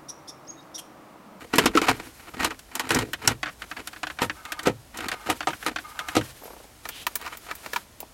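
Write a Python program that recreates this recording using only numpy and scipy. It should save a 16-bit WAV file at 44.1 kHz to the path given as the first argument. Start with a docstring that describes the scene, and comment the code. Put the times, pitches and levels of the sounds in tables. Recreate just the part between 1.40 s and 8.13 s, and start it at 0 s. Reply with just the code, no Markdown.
"""Plastic scrapes and knocks as rustling gloved hands press a storage bin into a parked car's centre
console, and its clips snap home. The push-latch lid is then tried: the latch ticks, the damper whirrs,
the lid bumps its stops. A dull creak follows, and hard tools are picked up over a faint rumble and hiss.
Each impact excites the damped modes of a part and the dense ring of console and cabin;
the scraping is stick-slip friction."""
import sys
import numpy as np
from scipy import signal
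from scipy.io import wavfile

SR = 44100
rng = np.random.default_rng(int(sys.argv[2]) if len(sys.argv) > 2 else 0)


def transcribe(signal):
    """Save signal, clipped to [-1, 1], as a 16-bit WAV file at the path in sys.argv[1]."""
    frames = np.atleast_2d(signal).T
    limited = np.clip(frames, -1, 1)
    pcm = np.round(limited * 32767).astype(np.int16)
    wavfile.write(sys.argv[1], SR, pcm)


N = 296793

# boundaries between the body, middle, edge and snap registers (frequency [Hz])
REGISTER_EDGES = (600, 2400, 7000)
# reverberation of console and cabin (frequency [Hz], relative decay time [s])
RING_TIME = [(45, 1), (120, 0.26), (280, 0.19), (600, 0.14), (1400, 0.12), (3700, 0.11), (10000, 0.1)]

# broad spectra of the sources (frequency [Hz], relative spectral density [dB])
CABIN_SPECTRUM = [(12, -35), (20, -4.5), (58, 9.5), (90, 3.5), (168, -3), (270, -1), (399, -5), (718, -4),
                  (1090, -9), (1220, -8), (1570, -10.5), (2260, -12), (12400, -16.5), (16000, -26)]
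RUSTLE_SPECTRUM = [(100,-9), (300,4.5), (600,1), (1500,3.5), (2500,1.5), (4500,-1), (8000,-2.5),
                   (13000,-1.5), (16000,-17)]
SCRAPE_SPECTRUM = [(35, -52), (60, 4), (200, -9.5), (340, -7), (450, -17), (600, 0), (1000, -2),
                   (1900, -5.5), (3200, -5.5), (4500, -9), (11500, -16.5), (16000, -34)]
TOOL_SPECTRUM = [(90, -45), (160, -22), (260, -11), (550, -16), (900, 2), (1800, -1), (2600, -8),
                 (6100, -15), (10500, -18), (13000, -9), (16000, -10)]
LID_SPECTRUM = [(21, -53), (35, -31), (90, 0.5), (190, -3.5), (309, 5.5), (430, -1.5), (798, 6.5),
                (1090, -5.5), (1230, -7.5), (1680, -7.5), (1910, -35), (2170, 6.5), (3440, -0.5),
                (4560, -9.5), (11200, -8.5), (16000, -44)]
LATCH_SPECTRUM = [(71, -40), (120, -17), (473, -20), (757, -7), (1030, -11.5), (1520, -0.5), (2110, -7),
                  (2380, 1), (3820, -13), (4230, -16), (4500, -17.5), (6630, -21.5), (13000, -29.5),
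                  (16000, -40)]
TRIM_SPECTRUM = [(21, -47), (35, -8), (114, -21), (180, -6), (325, 3.5), (490, -13.5), (543, -10),
                 (1370, -2.5), (1810, -9), (2950, -1), (3810, -10), (7610, -21), (13000, -27.5),
                 (16000, -51)]

# normal modes of each part (frequency [Hz], bandwidth [Hz], relative level [dB])
CABIN_MODES = [(52, 5.9, -15), (110.4, 9.1, 0), (133.3, 5.1, -8)]
DAMPER_MODES = [(927, 220, 1.5), (1227, 28, 3), (1510, 20, -5), (2125, 35, -6)]
TOOL_MODES = [(982, 93, 0), (1244, 99, 0.5), (1420, 51, -4), (1720, 170, 0.5), (2306, 73, -1.5)]
LID_MODES = [(314, 23, 2.5), (402, 34, 0.5), (490, 23, -0.5), (524, 13, -12), (760, 82, 6.5), (933, 17, -1),
             (1230, 27, 3), (1300, 22, -5), (1820, 18, -8.5)]
LATCH_MODES = [(307.6, 17.5, -1), (738, 61, 2.5), (1510, 180, 9.5), (2520, 26, -3), (3120, 35, -34),
               (3560, 27, -1.5), (4490, 56, -3)]
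CLIP_MODES = [(4940, 140, -6), (5320, 140, 2), (5660, 200, 5), (5975, 110, 3), (6440, 130, 2),
              (7500, 160, -4)]
BIN_MODES = [(920, 45, -16), (1140, 52, -9), (1325, 73, 7)]
TRIM_MODES = [(261.7, 14, 2), (324, 44, 5), (428, 13, -3.5), (470, 14, -6), (920, 135, -1), (1350, 270, -4),
              (1890, 35, -2), (2334, 58, -13), (2992, 59, -3)]

# sustained motions (start [s], end [s], level [dB])
RUSTLES = [(0.547,0.718,-50), (0.724,0.918,-55.5), (1.634,1.73,-50.5), (2.093,2.132,-51.5),
           (2.185,2.79,-57), (2.884,3.098,-52.5), (3.748,4.074,-51), (4.096,4.234,-46), (4.383,4.86,-51.5),
           (4.826,5.243,-52), (5.204,5.444,-62), (5.428,5.633,-47), (5.666,6.434,-51)]   # gloves and sleeves brushing past
SQUEAKS = [(.74,.94,-62), (4.91,5.14,-57)]   # glove rubber
LID_TRAVEL = [(2.94, 3.29, -44), (3.643, 3.93, -45), (4.43, 4.764, -45)]   # the lid turning its rotary damper
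# plastic sliding on plastic (start [s], end [s], relative level [dB], body re level [dB])
SCRAPES = [(.005,0.048,-40,2.5), (0.126,0.248,-31,-1.5), (0.334,0.392,-28.5,-5), (.42,0.453,-21,-10),
           (0.464,0.513,-20.5,-10), (0.54,0.673,-44.5,0), (0.788,0.892,-48.5,-5.5), (0.934,0.971,-43,4),
           (0.99,1.078,-29,-4.5), (1.095,1.126,-37,-15), (1.311,1.4,-43,-6), (1.417,1.51,-39.5,-2),
           (1.51,1.628,-28,0.5), (1.67,1.702,-52,13), (1.816,1.86,-32.5,-2.5), (1.865,1.93,-36,0.5),
           (2.213,2.243,-40,-5.5), (2.363,2.401,-36.5,-5), (2.8,2.85,-29,-16), (3.251,3.282,-27,1),
           (3.541,3.665,-37.5,-2), (3.722,3.747,-33.5,-4), (3.857,3.93,-32,-4), (4.249,4.299,-30,-4.5),
           (4.726,4.773,-36.5,-4), (5.796,5.882,-38.5,-13), (5.921,5.951,-37.5,-25), (6.062,6.11,-36.5,-23),
           (6.227,6.267,-47,-12)]
# passband of the creak (lower edge [Hz], upper edge [Hz])
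CREAK_BAND = (270, 900)
# heavy pushes that shake the console (time [s], force level [dB])
PUSHES = [(0.497, -29), (1.51, -31), (1.59, -28), (1.876, -25.5), (3.271, -25.5), (4.765, -25.5)]

# impacts (time [s], middle-register level [dB], body re level [dB], snap re level [dB])
TOOL_TAPS = [(5.4534,-31.5,-6,-21), (5.4885,-35,-8,2), (5.6665,-21.5,-9,-8), (5.7545,-33,-9,8.5),
             (5.8134,-42,-26,-5), (5.8545,-42,-18,-14), (5.863,-33,-21,-21), (5.8756,-33.5,-15,-18),
             (5.971,-48,-12,7.5), (6.1115,-28,-12.5,-20), (6.152,-50,-20,9.5), (6.2605,-33.5,-2.5,-14),
             (6.3325,-27,-7.5,-12), (6.3603,-21,-13,-19), (6.603,-44,1,9), (6.6269,-47.5,10,-24)]   # tool against tool
LID_BUMPS = [(2.8185,-20,-2.5,-22.5), (2.826,-41,2,3), (2.847,-41,-11,-2), (3.2705,-21.5,7,-18.5),
             (3.281,-26.5,-10,-57), (3.889,-35.5,10.5,-27), (3.8995,-20,-17,-11), (4.0712,-18.5,-9.5,-43),
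             (4.083,-30,-2,-15), (4.263,-22,-7.5,-14), (4.7522,-24.5,-6,-12.5), (4.7655,-18,3,-19)]   # the lid meeting its stops
CLIP_SNAPS = [(1.5468, -31, 2.5, 6), (1.875, -17.5, -12.5, 1.5)]   # retaining clips springing home
BIN_KNOCK = [(0.3728, -13, -18, -22)]   # the hollow bin ringing as it strikes
TRIM_KNOCKS = [(0.1358,-21.5,-1.5,-23), (0.1564,-32.5,5,1), (0.1825,-12,-5.5,-9), (0.2568,-16,-1.5,-10),
               (0.3513,-25.5,10,-18), (0.3634,-34,-7,-5), (0.4153,-24,0.5,-13.5), (0.4827,-17.5,-13,-24),
               (0.4927,-24.5,-0.5,-7.5), (1.001,-38,-19,-18), (1.0305,-26.5,-17,-18), (1.0455,-20.5,-9,-6),
               (1.1054,-31.5,-14,-25), (1.3527,-31.5,-18,2), (1.395,-24,-19,-7.5), (1.491,-31,-10,-5),
               (1.505,-18,-18,-11.5), (1.5172,-31,-7,-4), (1.5882,-27,-16,-5.5)]   # the console struck by the bin
# ticks of the latch and lid gear (time [s], middle-register level [dB], snap re level [dB])
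LATCH_TICKS = [(1.1915,-48.5,3), (1.7328,-25.5,-10.5), (2.0305,-23.5,-22.5), (2.2195,-32,-19),
               (2.3135,-30.5,-33), (2.3683,-34,-34), (2.473,-35,-0.5), (2.531,-39,-22), (2.5618,-39.5,-33),
               (2.6315,-25,-24), (2.669,-30,-19), (2.700,-32,-29), (2.7876,-28.5,-31), (2.8968,-24.5,-32),
               (3.052,-36.5,-10), (3.120,-28.5,-7), (3.192,-31,-10.5), (3.231,-52.5,11), (3.5725,-43,5.5),
               (3.605,-32,-13.5), (3.6845,-28.5,-6), (3.716,-26,-17), (4.006,-27,-25), (4.0278,-34,-24),
               (4.1045,-35,-20), (4.1318,-31.5,-38), (4.2265,-34,-35), (4.247,-51,4), (4.3603,-25.5,-24),
               (4.3856,-31,-34), (4.5907,-27.5,-14.5), (4.685,-29,-12), (4.811,-34,-16)]


def from_db(db):
    """Amplitude ratio of a level in decibels."""
    return 10 ** (np.asarray(db) / 20)


def rms_one(x):
    """Normalisation to unit rms."""
    return x / np.sqrt(np.mean(x ** 2) + 1e-20)


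def unit_energy(x):
    """Normalisation of each row to unit energy."""
    return x / np.sqrt(np.sum(x ** 2, axis=-1, keepdims=True) + 1e-20)


def at_hz(points, hz):
    """Interpolation on a log-frequency axis."""
    frequencies, values = np.transpose(points)
    return np.interp(np.log(hz), np.log(frequencies), values)


def butter(x, hz, kind, order=2):
    """Causal Butterworth filtering."""
    return signal.sosfilt(signal.butter(order, hz, kind, fs=SR, output="sos"), x + 1e-18)


def bands():
    """Constant-Q bands about 0.4 octave wide, as (edges [Hz], centre [Hz])."""
    edges = np.geomspace(22, 17000, 25)
    return [((low, high), np.sqrt(low * high)) for low, high in zip(edges, edges[1:])]


def drift(rate):
    """Random modulation of unit rms, with `rate` new values a second."""
    knots = rng.standard_normal(int(rate * N / SR) + 2)
    return rms_one(np.interp(np.arange(N) * rate / SR, np.arange(len(knots)), knots))


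def resonate(x, hz, width):
    """A damped oscillator whose ring has the same energy at any bandwidth."""
    r, w = np.exp(-np.pi * width / SR), 2 * np.pi * hz / SR
    numerator = np.sqrt(1 - r * r) * np.array([1, 0, -1]) / 2
    return signal.lfilter(numerator, [1, -2 * r * np.cos(w), r * r], x + 1e-18)


def modal_response(force, modes):
    """Superposition of modes driven by one force."""
    return sum(from_db(db) * resonate(force, hz, width) for hz, width, db in modes)


def coloured(pair, spectrum):
    """Spectral shaping to unit rms: two uncorrelated white sources feed alternate bands."""
    return rms_one(sum(from_db(at_hz(spectrum, hz)) * butter(pair[k % 2], edges, "band")
                       for k, (edges, hz) in enumerate(bands())))


def registers(x, edges):
    """Crossover filtering into adjoining registers, lowest first."""
    parts = []
    for hz in edges:
        parts.append(butter(x, hz, "low", order=3))
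        x = butter(x, hz, "high", order=3)
    return parts + [x]


def pulses(times, db):
    """An impulse train with the given times and levels."""
    out = np.zeros(N)
    np.add.at(out, np.clip(np.asarray(times) * SR, 0, N - 1).astype(int), from_db(db))
    return out


def strokes(start, end, db, lag_s):
    """First-order relaxation: each stroke builds towards its level and dies with one time constant."""
    t = np.arange(N) / SR
    held = sum(from_db(d) * ((t >= a) & (t < b)) for a, b, d in zip(start, end, db))
    r = np.exp(-1 / (lag_s * SR))
    return signal.lfilter([1 - r], [1, -r], held + 1e-18)


def slips(per_s, spread_db, hiss):
    """Stick-slip friction: two force signals of tiny, uneven random clicks over a smooth hiss."""
    sizes = from_db(spread_db * np.minimum(rng.exponential(1, N), 4))
    slipping = rng.random(N) < per_s / SR
    clicks = rms_one(slipping * sizes * rng.choice([-1, 1], (2, N)))
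    return clicks + hiss * rng.standard_normal((2, N))


def cabin_noise(level_db):
    """Stationary noise: a low rumble and faint hiss."""
    return from_db(level_db) * coloured(rng.standard_normal((2, N)), CABIN_SPECTRUM)


def gloves(lag_s, sway_db, squeak_hz, waver):
    """Friction of rubber gloves: an uneven hiss and an occasional thin, stuttering squeak."""
    hiss = coloured(rng.standard_normal((2, N)), RUSTLE_SPECTRUM) * from_db(sway_db * drift(rate=32))
    pitch = squeak_hz * (1 + waver * (drift(rate=20) + drift(rate=2000)))
    stutter = np.abs(drift(rate=70))
    squeak = rms_one(np.sin(2 * np.pi * np.cumsum(pitch) / SR) * stutter)
    return hiss * strokes(*np.transpose(RUSTLES), lag_s) + squeak * strokes(*np.transpose(SQUEAKS), lag_s)


def tool_slide(start_s, end_s, level_db, hz, width_hz):
    """Smooth friction between two taps of the tools: noise through one broad resonance."""
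    progress = np.clip((np.arange(N) / SR - start_s) / (end_s - start_s), 0, 1)
    arch = np.sqrt(np.abs(np.sin(np.pi * progress)))
    return from_db(level_db) * arch * rms_one(resonate(rng.standard_normal(N), hz, width_hz))


def damper(fade_s, tone_hz, waver, tone_db, sway_db):
    """Forced vibration: the damper's gear whirrs and sings as the lid swings at an unsteady speed."""
    t = np.arange(N) / SR
    teeth = slips(per_s=900, spread_db=2.5, hiss=.3)[0]
    whirr = rms_one(modal_response(teeth, DAMPER_MODES))
    pitch = tone_hz * (1 + waver * drift(rate=17))
    tone = np.sin(2 * np.pi * np.cumsum(pitch) / SR) * drift(rate=74)
    travel = sum(from_db(db) * np.clip(np.minimum(t - start, end - t) / fade_s, 0, 1)
                 for start, end, db in LID_TRAVEL)
    return rms_one(whirr + from_db(tone_db) * tone) * travel * from_db(sway_db * drift(rate=33))


def creak(start_s, gap_s, slowing, force_db, step_db, count, t60_s):
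    """Relaxation oscillation: uneven slips slow and weaken, each a dull burst of decaying noise."""
    k = np.arange(count)
    times = start_s + gap_s * (slowing ** k - 1) / (slowing - 1)
    force = pulses(times, force_db + step_db * k + 2 * rng.standard_normal(count))
    envelope = signal.lfilter([1], [1, -from_db(-60 / (t60_s * SR))], force + 1e-18)
    return butter(envelope * rng.standard_normal(N), CREAK_BAND, "band")


def cabin_boom():
    """Impulse response: each heavy push sets the lowest modes of the cabin swinging."""
    force = pulses(*np.transpose(PUSHES))
    return sum(from_db(db) * resonate(force, hz, width) / np.sqrt(2 * np.pi * width / SR)
               for hz, width, db in CABIN_MODES)


def scraping(judder_db, modes_db, treble_db, gain_db, graze_s, graze_db):
    """Stick-slip excitation: sliding edges shake the trim under a hand pressure that judders."""
    start, end, level, body = np.transpose(SCRAPES)

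    def envelope(db, lag_s):
        """Friction extends past each stroke: the parts graze softly before and after it."""
        graze = strokes(start - graze_s, end + graze_s, db + graze_db, lag_s)
        return np.maximum(strokes(start, end, db, lag_s), graze)

    force = slips(per_s=1400, spread_db=3.3, hiss=.65)
    rings = rms_one(modal_response(force[0], TRIM_MODES))
    sound = coloured(force, SCRAPE_SPECTRUM) + from_db(modes_db) * rings
    pressure = from_db(gain_db + judder_db * drift(rate=110))
    low, middle, treble = map(rms_one, registers(sound, REGISTER_EDGES[:2]))
    panel = low * envelope(level + body, lag_s=.018)   # the panel's body follows more slowly
    surface = (middle + from_db(treble_db) * treble) * envelope(level, lag_s=.0053)
    return pressure * (panel + surface)


def latch_ticks(judder_s, gap_s, level_db, step_db, snap_db, count):
    """Contact chatter: the latch's impact table, with an even run of ever weaker ticks added."""
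    chatter = [(judder_s + k * gap_s, level_db + k * step_db, snap_db) for k in range(count)]
    body_db = -13.5   # a light latch radiates little bass
    return [(time, db, body_db, snap) for time, db, snap in LATCH_TICKS + chatter]


def impacts(table, spectrum, modes, ring, crack_db, crack_s, modes_db, edge_db):
    """Free vibration after impact: a crack, the part's modes and the dense ring of console and cabin."""
    length_s, attack_s, rise_s = .2, .012, .00024
    times, level, body, snap = np.transpose(table)
    t = np.arange(int(length_s * SR)) / SR
    give = 1 - np.exp(-t / rise_s)   # compliance: the force takes a moment to build
    force = rng.standard_normal((len(times), 3, len(t))) * give
    crack = np.exp(-t / crack_s)
    dense = 0
    for k, (edges, hz) in enumerate(bands()):
        t60_s = ring * at_hz(RING_TIME, hz)
        fade = unit_energy(from_db(-60 * t / t60_s) + from_db(crack_db) * crack)
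        dense = dense + from_db(at_hz(spectrum, hz)) * butter(force[:, k % 2] * fade, edges, "band")
    rings = modal_response(force[:, 2] * crack, modes)   # a noisy force strikes each mode differently
    sound = unit_energy(dense) + from_db(modes_db) * unit_energy(rings)
    # a heavy push brings out the body, a hard corner the edge and snap
    edge = edge_db + .19 * snap
    attack_levels = (level + body, level, level + edge, level + snap)
    hits = 0
    for part, db in zip(registers(sound, REGISTER_EDGES), attack_levels):
        attack_rms = np.std(part[:, :int(attack_s * SR)], axis=1)
        hits = hits + part * (from_db(db) / attack_rms)[:, None]
    out = np.zeros(N + len(t))
    for start, hit in zip((times * SR).astype(int), hits):
        out[start:start + len(t)] += hit
    return out[:N]


def scene():
    """Linear superposition of all sources at one nearby microphone."""
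    ticks = latch_ticks(judder_s=2.058, gap_s=.0089, level_db=-30, step_db=-2, snap_db=-42, count=5)
    trim = impacts(TRIM_KNOCKS, TRIM_SPECTRUM, TRIM_MODES,
                   ring=.64, crack_db=-27, crack_s=.003, modes_db=-1.5, edge_db=-.5)
    hollow = impacts(BIN_KNOCK, TRIM_SPECTRUM, BIN_MODES,
                     ring=.7, crack_db=-3, crack_s=.002, modes_db=4.5, edge_db=-3.5)
    clips = impacts(CLIP_SNAPS, TRIM_SPECTRUM, CLIP_MODES,
                    ring=1, crack_db=9, crack_s=.003, modes_db=-4.5, edge_db=1.5)
    latch = impacts(ticks, LATCH_SPECTRUM, LATCH_MODES,
                    ring=.47, crack_db=-28, crack_s=.00031, modes_db=-3.5, edge_db=.47)
    lid = impacts(LID_BUMPS, LID_SPECTRUM, LID_MODES,
                  ring=.77, crack_db=-57, crack_s=.0019, modes_db=2, edge_db=-.95)
    tools = impacts(TOOL_TAPS, TOOL_SPECTRUM, TOOL_MODES,
                    ring=.58, crack_db=-16, crack_s=.004, modes_db=3.5, edge_db=-1.1)
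    hits = trim + hollow + clips + latch + lid + tools + cabin_boom()
    scrapes = scraping(judder_db=3.5, modes_db=-1, treble_db=-9.5, gain_db=-1.52,
                       graze_s=.031, graze_db=-18)
    rustle = gloves(lag_s=.012, sway_db=3.47, squeak_hz=12600, waver=.018)
    slide = tool_slide(start_s=5.49, end_s=5.655, level_db=-44, hz=3030, width_hz=930)
    whirr = damper(fade_s=.035, tone_hz=1275, waver=.035, tone_db=-6, sway_db=2.5)
    creaking = creak(start_s=5.017, gap_s=.018, slowing=1.125, force_db=-23, step_db=-.4,
                     count=9, t60_s=.06)
    return (cabin_noise(level_db=-52) + rustle + slide + whirr + creaking + scrapes + hits)[None]


def record(dry):
    """Saturation and band limiting: the loudest snaps overload the microphone, and the top is cut."""
    ceiling, cutoff_hz = .72, 16000
    rounded = dry / (1 + (dry / ceiling) ** 4) ** (1 / 4)
    return signal.sosfilt(signal.ellip(10, .1, 90, cutoff_hz, fs=SR, output="sos"), rounded)


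dry = scene()
out = record(dry)
transcribe(out)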